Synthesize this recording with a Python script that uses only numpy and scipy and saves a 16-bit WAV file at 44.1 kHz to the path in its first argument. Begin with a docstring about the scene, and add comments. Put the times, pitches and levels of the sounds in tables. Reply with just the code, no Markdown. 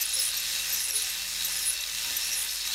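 """A quiet room: a small clockwork motor drives belts and pulleys on a sheet-metal model close to a phone.
Gear-tooth noise chatters through filter bands and plate resonances, with hard tooth strikes on top.
About every 0.7 s a slow shaft scrapes (ringing noise bursts), then squeaks (rough gliding sines).
The fingers knock and thud the frame now and then (short sines, dull noise).
Beneath lie a wavering gear drone, mains hum and shaped room noise."""
import sys
import numpy as np
from scipy import signal
from scipy.fft import rfft, irfft
from scipy.io import wavfile
from scipy.ndimage import uniform_filter1d

SR = 44100
rng = np.random.default_rng(int(sys.argv[2]) if len(sys.argv) > 2 else 0)


def dump_mix(stems):
    """Bounce the given channels to the path in sys.argv[1] as a 16-bit WAV at rate SR."""
    frames = np.atleast_2d(stems).T  # one column per channel
    limited = np.clip(frames, -1, 1)  # hard clip at full scale
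    pcm = np.round(limited * 32767).astype(np.int16)
    wavfile.write(sys.argv[1], SR, pcm)


N = 120834


def undb(db):
    """Gain of a level in dB."""
    return 10 ** (np.asarray(db) / 20)


def unit(x):
    """Scale to rms 1."""
    return x / np.sqrt(np.mean(x ** 2))


def curve(rows, log=False, at=None):
    """Straight lines through (place, value) rows, over time or log frequency."""
    place, value = np.array(rows, float).T
    if log:
        return np.interp(np.log(at), np.log(place), value)
    return np.interp(np.arange(N) / SR, place, value)


def ring(x, hz, width_hz):
    """Two-pole resonance, gain 1 at the centre."""
    return signal.lfilter(*signal.iirpeak(min(hz, SR / 2.2), hz / width_hz, fs=SR), x)


def ring_twice(x, hz, width_hz):
    """Two equal resonances in series: steeper skirts."""
    return ring(ring(x, hz, width_hz), hz, width_hz)


def walk(rate_hz):
    """Random levels held 1 / rate_hz and slewed twice, without slow drift; spread 1."""
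    hold = int(SR / rate_hz)
    steps = np.repeat(rng.standard_normal(N // hold + 1), hold)
    smooth = uniform_filter1d(uniform_filter1d(steps, hold), hold)[:N]
    return unit(smooth - uniform_filter1d(smooth, 5 * hold))


def gate(start_s, length_s, rise_s, fall_s):
    """Index range and envelope: rise ending at start_s, hold, exponential fall."""
    first = max(int((start_s - rise_s) * SR), 0)
    last = min(int((start_s + length_s + 6 * fall_s) * SR), N)
    i = np.arange(first, last)
    t = i / SR - start_s
    rise = np.clip(t / rise_s + 1, 0, 1) ** 2
    return i, rise * np.exp(-np.maximum(t - length_s, 0) / fall_s)


# gear meshes: tooth_rate_hz, throb_depth_share
GEAR_MESHES = [(116.3, 0.27), (83.05, 0.22)]
SPEED_WANDER_SHARE, TOOTH_DECAY_PERIODS = .03, 0.49


def throb():
    """Pressure of the teeth: a decaying push at each mesh rate, both on one wandering speed."""
    speed = 1 + SPEED_WANDER_SHARE * walk(3)
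    push = np.ones(N)
    for hz, depth in GEAR_MESHES:
        tooth_phase = np.cumsum(hz * speed) / SR % 1
        push = push * (1 - depth + depth * 2 * np.exp(-tooth_phase / TOOTH_DECAY_PERIODS))
    return push


# hard tooth strikes: start_s, level_db (re chatter rms, before the filters)
HARD_TEETH = [(.805, 11), (.884, 10), (.948, 9), (1.299, 10), (1.35, 9), (1.358, 10), (1.408, 9),
              (1.423, 10), (1.699, 9), (1.738, 9), (1.776, 11), (1.788, 10), (1.838, 11), (1.873, 11),
              (1.897, 11), (1.948, 10), (2.1, 9), (2.126, 9), (2.294, 9), (2.355, 9), (2.494, 9),
              (2.613, 10), (2.675, 8)]
CLACK_HZ, CLACK_WIDTH_HZ, CLACK_DECAY_S = 4200, 3500, .0015


def strikes():
    """Each hard tooth is a very short dull noise burst."""
    out, hiss = np.zeros(N), np.sign(rng.standard_normal(N))
    for start_s, level_db in HARD_TEETH:
        i, env = gate(start_s, 0, CLACK_DECAY_S / 10, CLACK_DECAY_S)
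        out[i] += undb(level_db) * env * hiss[i]
    return ring(out, CLACK_HZ, CLACK_WIDTH_HZ)


GRIT_PER_S, GRIT_SPREAD_DB, GRIT_SHARE = 4000, 2.0, .35


def grit_impacts():
    """Random tooth impacts: sparse clicks of either sign and exponentially spread dB."""
    chance = rng.random((N, 3))
    hit = chance[:, 0] < GRIT_PER_S / SR
    size = undb(-GRIT_SPREAD_DB * np.log(chance[:, 1]))
    return unit(hit * size * np.sign(chance[:, 2] - .5))


def chatter(push, grit, clacks):
    """Shared grit over a fresh hiss, throbbing with the teeth, plus the hard strikes."""
    hiss = rng.standard_normal(N)
    return unit(push * (GRIT_SHARE * grit + (1 - GRIT_SHARE) * hiss)) + clacks


PLATE_WANDER_SHARE, PLATE_WANDER_CAP_HZ = .004, 15  # rms pitch drift, the smaller of the two


def flex(x, hz):
    """As the plates flex their rings drift: read the sound a little faster and slower."""
    share = min(PLATE_WANDER_SHARE, PLATE_WANDER_CAP_HZ / hz)
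    return np.interp(np.arange(N) + np.cumsum(share * walk(10)), np.arange(N), x)


# broad colour of the whir: centre_hz, relative_gain_db
WHIR_COLOUR = [(250, -38), (600, -29), (1100, -20.5), (1500, -15), (2100, -8.5), (3100, -8), (4800, -10),
               (6500, -9), (8000, -8), (9500, -10), (10500, -11), (12500, -14), (14000, -1), (15700, -37)]
# plate resonances: pitch_hz, width_hz, relative_gain_db
PLATE_RINGS = [(245.8, 18.4, -19.5), (358.5, 8.7, -17.5), (426, 12, -22), (477, 8.3, -22.5),
               (523.55, 10.3, -13.5), (584, 14, -14.5), (783, 22.2, -15), (911.7, 20, -12.5),
               (976, 24, -15), (1228, 46, -12.5), (1531, 50, -10), (1768.3, 67.4, -6.5), (1982, 43, -7),
               (2505, 54, -9.5), (2690, 92, -0.5), (3210, 56, -8.5), (3544, 150, -5), (3855, 146, 2),
               (4160, 140, -4), (4446, 118, -2), (5165, 157, 0), (5585, 146, -2.5), (6045, 190, -3.5),
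               (6530, 79, -3.5), (6950, 200, -4), (9100, 240, -6.5), (11200, 140, -9), (11960, 57, -10.5),
               (12810, 81, -3)]
# whir level over time, each part used re its column mean: time_s, low_db, middle_db, high_db
LOAD_LEVELS = [(0.0, -41.5, -39, -41), (0.18, -41.5, -37.5, -37), (0.22, -39.5, -36, -35),
               (0.33, -40.5, -35.5, -41), (0.34, -37.5, -35.5, -36), (0.37, -41, -38.5, -40),
               (0.58, -38.5, -35.5, -36), (0.62, -39.5, -38.5, -38), (0.75, -38.5, -39, -37.5),
               (0.86, -42, -41, -39), (0.9, -39, -40, -38), (0.92, -45, -46, -44.5),
               (0.95, -41.5, -37, -37.5), (1.1, -40.5, -38.5, -39.5), (1.39, -40.5, -38.5, -39),
               (1.52, -39.5, -39, -37.5), (1.58, -40.5, -39.5, -38.5), (1.83, -42, -40, -42),
               (1.98, -40.5, -37.5, -39.5), (2.29, -39.5, -38.5, -38.5), (2.47, -40, -39, -40),
               (2.51, -41.5, -39.5, -39), (2.64, -42.5, -38.5, -41), (2.67, -39, -37.5, -37.5),
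               (2.69, -39.5, -41.5, -40), (2.74, -40.5, -31.5, -37.5)]
# centres of the low, middle and high parts: centre_hz
LOAD_CENTRES = [2300, 4000, 6500]
WHIR_DB, SWELL_DB = -31.5, .4
FLICKER_DB, PLATE_FLICKER_DB = .9, 1.4


def whir():
    """The chatter through third-octave bands and plate rings, each flickering on its own."""
    rows = np.array(LOAD_LEVELS)
    parts_db = [curve(rows[:, [0, k]]) - rows[:, k].mean() for k in range(1, 4)]

    def load_db(hz):
        """Level curve of the part nearest in log frequency."""
        return parts_db[np.argmin(abs(np.log(hz / np.array(LOAD_CENTRES))))]

    grit, clacks, push = grit_impacts(), strikes(), throb()
    swell_db = SWELL_DB * walk(8.12)
    out = np.zeros(N)
    for hz in 250 * 2 ** (np.arange(19) / 3):
        band = ring_twice(chatter(push, grit, clacks), hz, hz / 3)
        colour_db = curve(WHIR_COLOUR, log=True, at=hz)
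        out += undb(colour_db + load_db(hz) + FLICKER_DB * walk(20)) * band
    for hz, width_hz, gain_db in PLATE_RINGS:
        plate = flex(ring(chatter(push, grit, 0), hz, width_hz), hz)
        struck = ring(clacks, hz, width_hz)
        out += undb(gain_db + load_db(hz) + PLATE_FLICKER_DB * walk(15)) * (plate + struck)
    return unit(out) * undb(WHIR_DB + swell_db)


# bearing squeaks: start_s, length_s, start_pitch_hz, end_pitch_hz, level_db
BEARING_SQUEAKS = [(0.036, 0.0086, 5145, 5160, -33), (0.052, 0.0094, 10740, 10730, -25),
                   (0.089, 0.0127, 10910, 11100, -32), (0.131, 0.028, 10740, 10650, -28),
                   (0.162, 0.037, 11020, 10800, -39), (0.163, 0.012, 5460, 5520, -29.5),
                   (0.183, 0.0098, 5530, 5530, -31), (0.192, 0.013, 5290, 5180, -26),
                   (0.187, 0.033, 10300, 10260, -33), (0.188, 0.017, 15490, 15470, -33),
                   (0.204, 0.035, 11180, 10770, -32), (0.23, 0.041, 9020, 9300, -34.5),
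                   (0.248, 0.034, 10340, 10540, -33.5), (0.277, 0.0104, 10100, 10100, -39),
                   (0.3, 0.012, 10490, 10560, -34), (0.365, 0.01, 11940, 12020, -28.5),
                   (0.364, 0.028, 5710, 5540, -33.5), (0.755, 0.016, 10960, 10600, -37),
                   (0.793, 0.046, 5390, 5740, -37.5), (0.798, 0.034, 11070, 11200, -38),
                   (0.834, 0.031, 10640, 10750, -32.5), (0.884, 0.015, 10750, 10730, -35),
                   (0.905, 0.0071, 5670, 5640, -27.5), (0.916, 0.012, 5607, 5620, -36),
                   (0.904, 0.0082, 11400, 11400, -35), (0.917, 0.0159, 11050, 11060, -35),
                   (0.932, 0.016, 10800, 10730, -33), (0.951, 0.0203, 10530, 10300, -26.5),
                   (0.956, 0.032, 12030, 12030, -44), (0.972, 0.017, 10510, 10560, -30.5),
                   (1.015, 0.0265, 12030, 12030, -45), (1.016, 0.0146, 10680, 10630, -31),
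                   (1.082, 0.042, 11490, 11270, -42), (1.516, 0.0139, 10580, 10700, -37.5),
                   (1.535, 0.042, 11130, 11120, -42), (1.558, 0.0227, 10670, 10580, -35),
                   (1.566, 0.014, 9520, 9600, -39), (1.585, 0.02, 11100, 11200, -39.5),
                   (1.615, 0.0375, 10880, 11100, -38), (1.648, 0.063, 12030, 12000, -42),
                   (1.654, 0.024, 10700, 10600, -30), (1.674, 0.035, 10410, 10520, -26),
                   (1.727, 0.0088, 10850, 10660, -29), (1.73, 0.015, 12010, 12000, -45),
                   (1.822, 0.0139, 11200, 11200, -38.5), (2.17, 0.013, 11400, 11500, -47),
                   (2.234, 0.024, 11100, 11390, -39), (2.211, 0.0657, 5420, 5680, -37.5),
                   (2.268, 0.024, 10820, 10740, -37), (2.306, 0.051, 5660, 5600, -34.5),
                   (2.308, 0.065, 11360, 11100, -41), (2.366, 0.035, 10640, 10580, -32),
                   (2.385, 0.079, 12100, 12040, -41), (2.405, 0.024, 10600, 10640, -33),
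                   (2.442, 0.008, 10660, 10660, -31), (2.517, 0.074, 9200, 8900, -48),
                   (2.524, 0.032, 11420, 11200, -42)]
SQUEAK_EDGE_S, SQUEAK_JITTER_HZ, SQUEAK_FLUTTER_DB = 0.0032, 39, -0.5
LOW_SQUEAK_HZ, SHAFT_RING_HZ = 7000, 11800  # below: hoarse; from here up: the shaft's steadier ring
SQUEAK_ROUGH_HZ, LOW_SQUEAK_ROUGH, SQUEAK_ROUGH = 480, 1.4, .28
CLEAR_DB, ROUGH_PER_DB = -32, .16


def roughness(hz, level_db):
    """Noise share of a squeak: low ones hoarse, faint ones below the shaft ring more broken."""
    if hz < LOW_SQUEAK_HZ:
        return LOW_SQUEAK_ROUGH
    if hz < SHAFT_RING_HZ:
        return SQUEAK_ROUGH + ROUGH_PER_DB * max(CLEAR_DB - level_db, 0)
    return SQUEAK_ROUGH


def squeaks():
    """Bearing squeaks: short gliding sines, their amplitude and phase broken by complex noise."""
    out = np.zeros(N)
    jitter_hz = SQUEAK_JITTER_HZ * walk(300)
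    flutter = undb(SQUEAK_FLUTTER_DB * walk(200))
    hoarse = (walk(SQUEAK_ROUGH_HZ) + 1j * walk(SQUEAK_ROUGH_HZ)) / np.sqrt(2)
    for start_s, length_s, hz, end_hz, level_db in BEARING_SQUEAKS:
        i, env = gate(start_s + SQUEAK_EDGE_S, length_s - 2 * SQUEAK_EDGE_S, SQUEAK_EDGE_S, SQUEAK_EDGE_S)
        glide = np.clip((i / SR - start_s) / length_s, 0, 1)
        pitch_hz = hz + (end_hz - hz) * glide + jitter_hz[i]
        rough = roughness(hz, level_db)
        carrier = np.exp(2j * np.pi * np.cumsum(pitch_hz) / SR)
        tone = (1 + rough * hoarse[i]) * carrier / np.hypot(1, rough)
        out[i] += np.sqrt(2) * undb(level_db) * env * flutter[i] * tone.imag
    return out


# upper (shaft) rings: pitch_hz, width_hz, relative_level_db
SHAFT_RINGS = [(12040, 180, 0), (12970, 300, -1), (12600, 1300, -4)]
# lower (bracket) rings: pitch_hz, width_hz, relative_level_db
BRACKET_RINGS = [(6000, 165, -4.5), (6390, 6100, -2)]
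# scrapes and ticks: start_s, length_s (half is held), level_db, lower_re_upper_db
SHAFT_SCRAPES = [(0.009, 0.038, -29.5, -0.5), (0.373, .008, -38, 1), (0.398, .006, -30.5, -3),
                 (0.694, 0.015, -37, -3), (0.726, 0.043, -29, -8), (0.809, 0.0097, -37, 2),
                 (0.887, 0.0044, -38.5, 4), (0.9, .004, -34, 0), (1.097, .006, -36.5, 5),
                 (1.447, .017, -28, -3.5), (1.807, 0.0071, -39, 6), (2.165, 0.016, -30.5, -1.5),
                 (2.33, 0.0077, -38.5, 9), (2.51, .008, -40, -2), (2.671, 0.013, -33, -6)]
SCRAPE_RISE_S, SCRAPE_TAIL_S = .001, .006


def rung_noise(rows):
    """Friction noise through a set of resonances, rms 1."""
    out = np.zeros(N)
    for hz, width_hz, level_db in rows:
        out += undb(level_db) * unit(ring_twice(rng.standard_normal(N), hz, width_hz))
    return unit(out)


def scrapes():
    """Bursts of friction that ring the shaft high and the bracket lower."""
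    out, upper, lower = np.zeros(N), rung_noise(SHAFT_RINGS), rung_noise(BRACKET_RINGS)
    for start_s, length_s, level_db, lower_db in SHAFT_SCRAPES:
        i, env = gate(start_s, length_s / 2, SCRAPE_RISE_S, SCRAPE_TAIL_S)
        out[i] += undb(level_db) * env * (upper[i] + undb(lower_db) * lower[i])
    return out


# shaft rasps: start_s, length_s, centre_hz, width_hz, level_db
SHAFT_RASPS = [(.74, .09, 6000, 2500, -41), (.79, .13, 10900, 1500, -43), (1.51, .13, 10600, 2000, -43),
               (.94, .1, 10200, 2500, -41), (1.65, .09, 10200, 2500, -42), (.205, .085, 10300, 2600, -35),
               (.33, .022, 4100, 400, -38), (.73, .045, 5850, 700, -38), (.945, .05, 9700, 1400, -39),
               (1.49, .065, 5400, 700, -40), (1.52, .12, 12750, 500, -44), (1.6, .045, 5350, 600, -39),
               (1.655, .055, 9600, 1200, -41), (2.2, .045, 5400, 500, -41), (2.235, .065, 10300, 2500, -42),
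               (2.328, .014, 1850, 600, -45), (2.357, .075, 9650, 900, -38), (2.49, .04, 5300, 700, -40),
               (2.72, .02, 4200, 700, -36)]
RASP_EDGE_S = .008


def rasps():
    """Softer, mostly longer friction: flickering hiss through one resonance each."""
    out, hiss = np.zeros(N), rng.standard_normal(N) * undb(2.5 * walk(150))
    for start_s, length_s, hz, width_hz, level_db in SHAFT_RASPS:
        i, env = gate(start_s, length_s, RASP_EDGE_S, RASP_EDGE_S)
        out[i] += undb(level_db) * env * unit(ring_twice(hiss[i], hz, width_hz))
    return out


# soft knocks and groans of the frame: start_s, pitch_hz, peak_db, held_s, ring_time_s (to -60 dB)
FRAME_KNOCKS = [(.165, 525, -48.5, 0.015, 0.2), (.875, 536, -55.5, 0.05, .12), (.94, 434, -52, 0.04, 0.34),
                (1.03, 770, -56, 0.051, .12), (2.045, 953, -50.5, .045, 0.12)]
KNOCK_ATTACK_S, KNOCK_SAG_PER_S = 0.013, .2  # sag: share of pitch lost per second


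def knocks():
    """Frame modes knocked by the fingers: decaying sines that sag in pitch."""
    out = np.zeros(N)
    for start_s, hz, peak_db, held_s, t60_s in FRAME_KNOCKS:
        i, env = gate(start_s, held_s, KNOCK_ATTACK_S, t60_s / np.log(1000))
        t = i / SR
        sagged_t = t - KNOCK_SAG_PER_S * (t - start_s) ** 2 / 2
        out[i] += undb(peak_db) * env * np.sin(2 * np.pi * hz * sagged_t)
    return out


# grip shifts and thuds: start_s, length_s, body_pitch_hz, tone_level_db
GRIP_THUDS = [(0.151, 0.0256, 89.4, -63), (2.053, 0.035, 61.6, -59.5), (2.069, .012, 265, -57.5),
              (2.108, 0.016, 80, -53), (2.105, 0.0167, 246, -60), (2.16, .03, 170, -68),
              (2.17, 0.018, 255, -68)]
THUD_NOISE_DB, THUD_TOP_HZ = -3, 700  # noise re tone


def thuds():
    """A low body tone and a dull broad rumble through the frame."""
    out = np.zeros(N)
    band = signal.butter(1, [50, THUD_TOP_HZ], "band", fs=SR)
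    dull = unit(signal.lfilter(*band, rng.standard_normal(N)))
    for start_s, length_s, hz, level_db in GRIP_THUDS:
        i, env = gate(start_s, length_s, 0.011, 0.016)
        tone = np.sqrt(2) * np.sin(2 * np.pi * hz * i / SR)
        out[i] += undb(level_db) * env * (tone + undb(THUD_NOISE_DB) * dull[i])
    return out


# gear drone level: time_s, level_db
DRONE_LEVELS = [(0.0, -79), (0.04, -85), (0.33, -64), (0.82, -63), (0.87, -91.5), (1.08, -66.5), (1.4, -61),
                (1.59, -63), (1.66, -74), (1.89, -80), (1.94, -62.5), (2.18, -67), (2.21, -88), (2.26, -64),
                (2.65, -76.5), (2.74, -61.5)]
DRONE_HZ, DRONE_WANDER_HZ = 166.6, 1.35


def drone():
    """A gear's faint sine, wavering in pitch and level."""
    pitch_hz = DRONE_HZ + DRONE_WANDER_HZ * walk(3.089)
    return np.sqrt(2) * undb(curve(DRONE_LEVELS)) * np.sin(2 * np.pi * np.cumsum(pitch_hz) / SR)


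HUM_HZ, HUM_DB = 49.4, -59


def hum():
    """Mains hum: one steady sine."""
    return np.sqrt(2) * undb(HUM_DB) * np.sin(2 * np.pi * HUM_HZ * np.arange(N) / SR)


# room rumble spectrum: frequency_hz, relative_gain_db
ROOM_COLOUR = [(25, -18), (40, -3), (60, -1), (80, 2), (110, -7.5), (140, -9.5), (250, -12), (500, -10.5)]
ROOM_DB = -62


def room():
    """Room rumble: noise shaped in the spectrum, cut below 20 Hz and falling above 600 Hz."""
    f_hz = np.maximum(np.arange(N // 2 + 1) * SR / N, 1)
    shape = undb(curve(ROOM_COLOUR, log=True, at=f_hz)) * (f_hz > 20) * np.minimum(600 / f_hz, 1) ** 2
    return undb(ROOM_DB) * unit(irfft(rfft(rng.standard_normal(N)) * shape, N))


def scene():
    """All sources summed at one microphone, same in both channels."""
    machine = whir() + squeaks() + scrapes() + rasps()
    handling = knocks() + thuds()
    background = drone() + hum() + room()
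    return np.tile(machine + handling + background, (2, 1))


TOP_HZ = 15750


def record(dry):
    """The phone cuts the top: steep elliptic low-pass."""
    return signal.sosfilt(signal.ellip(12, .2, 80, TOP_HZ, fs=SR, output="sos"), dry)


dry = scene()
out = record(dry)
dump_mix(out)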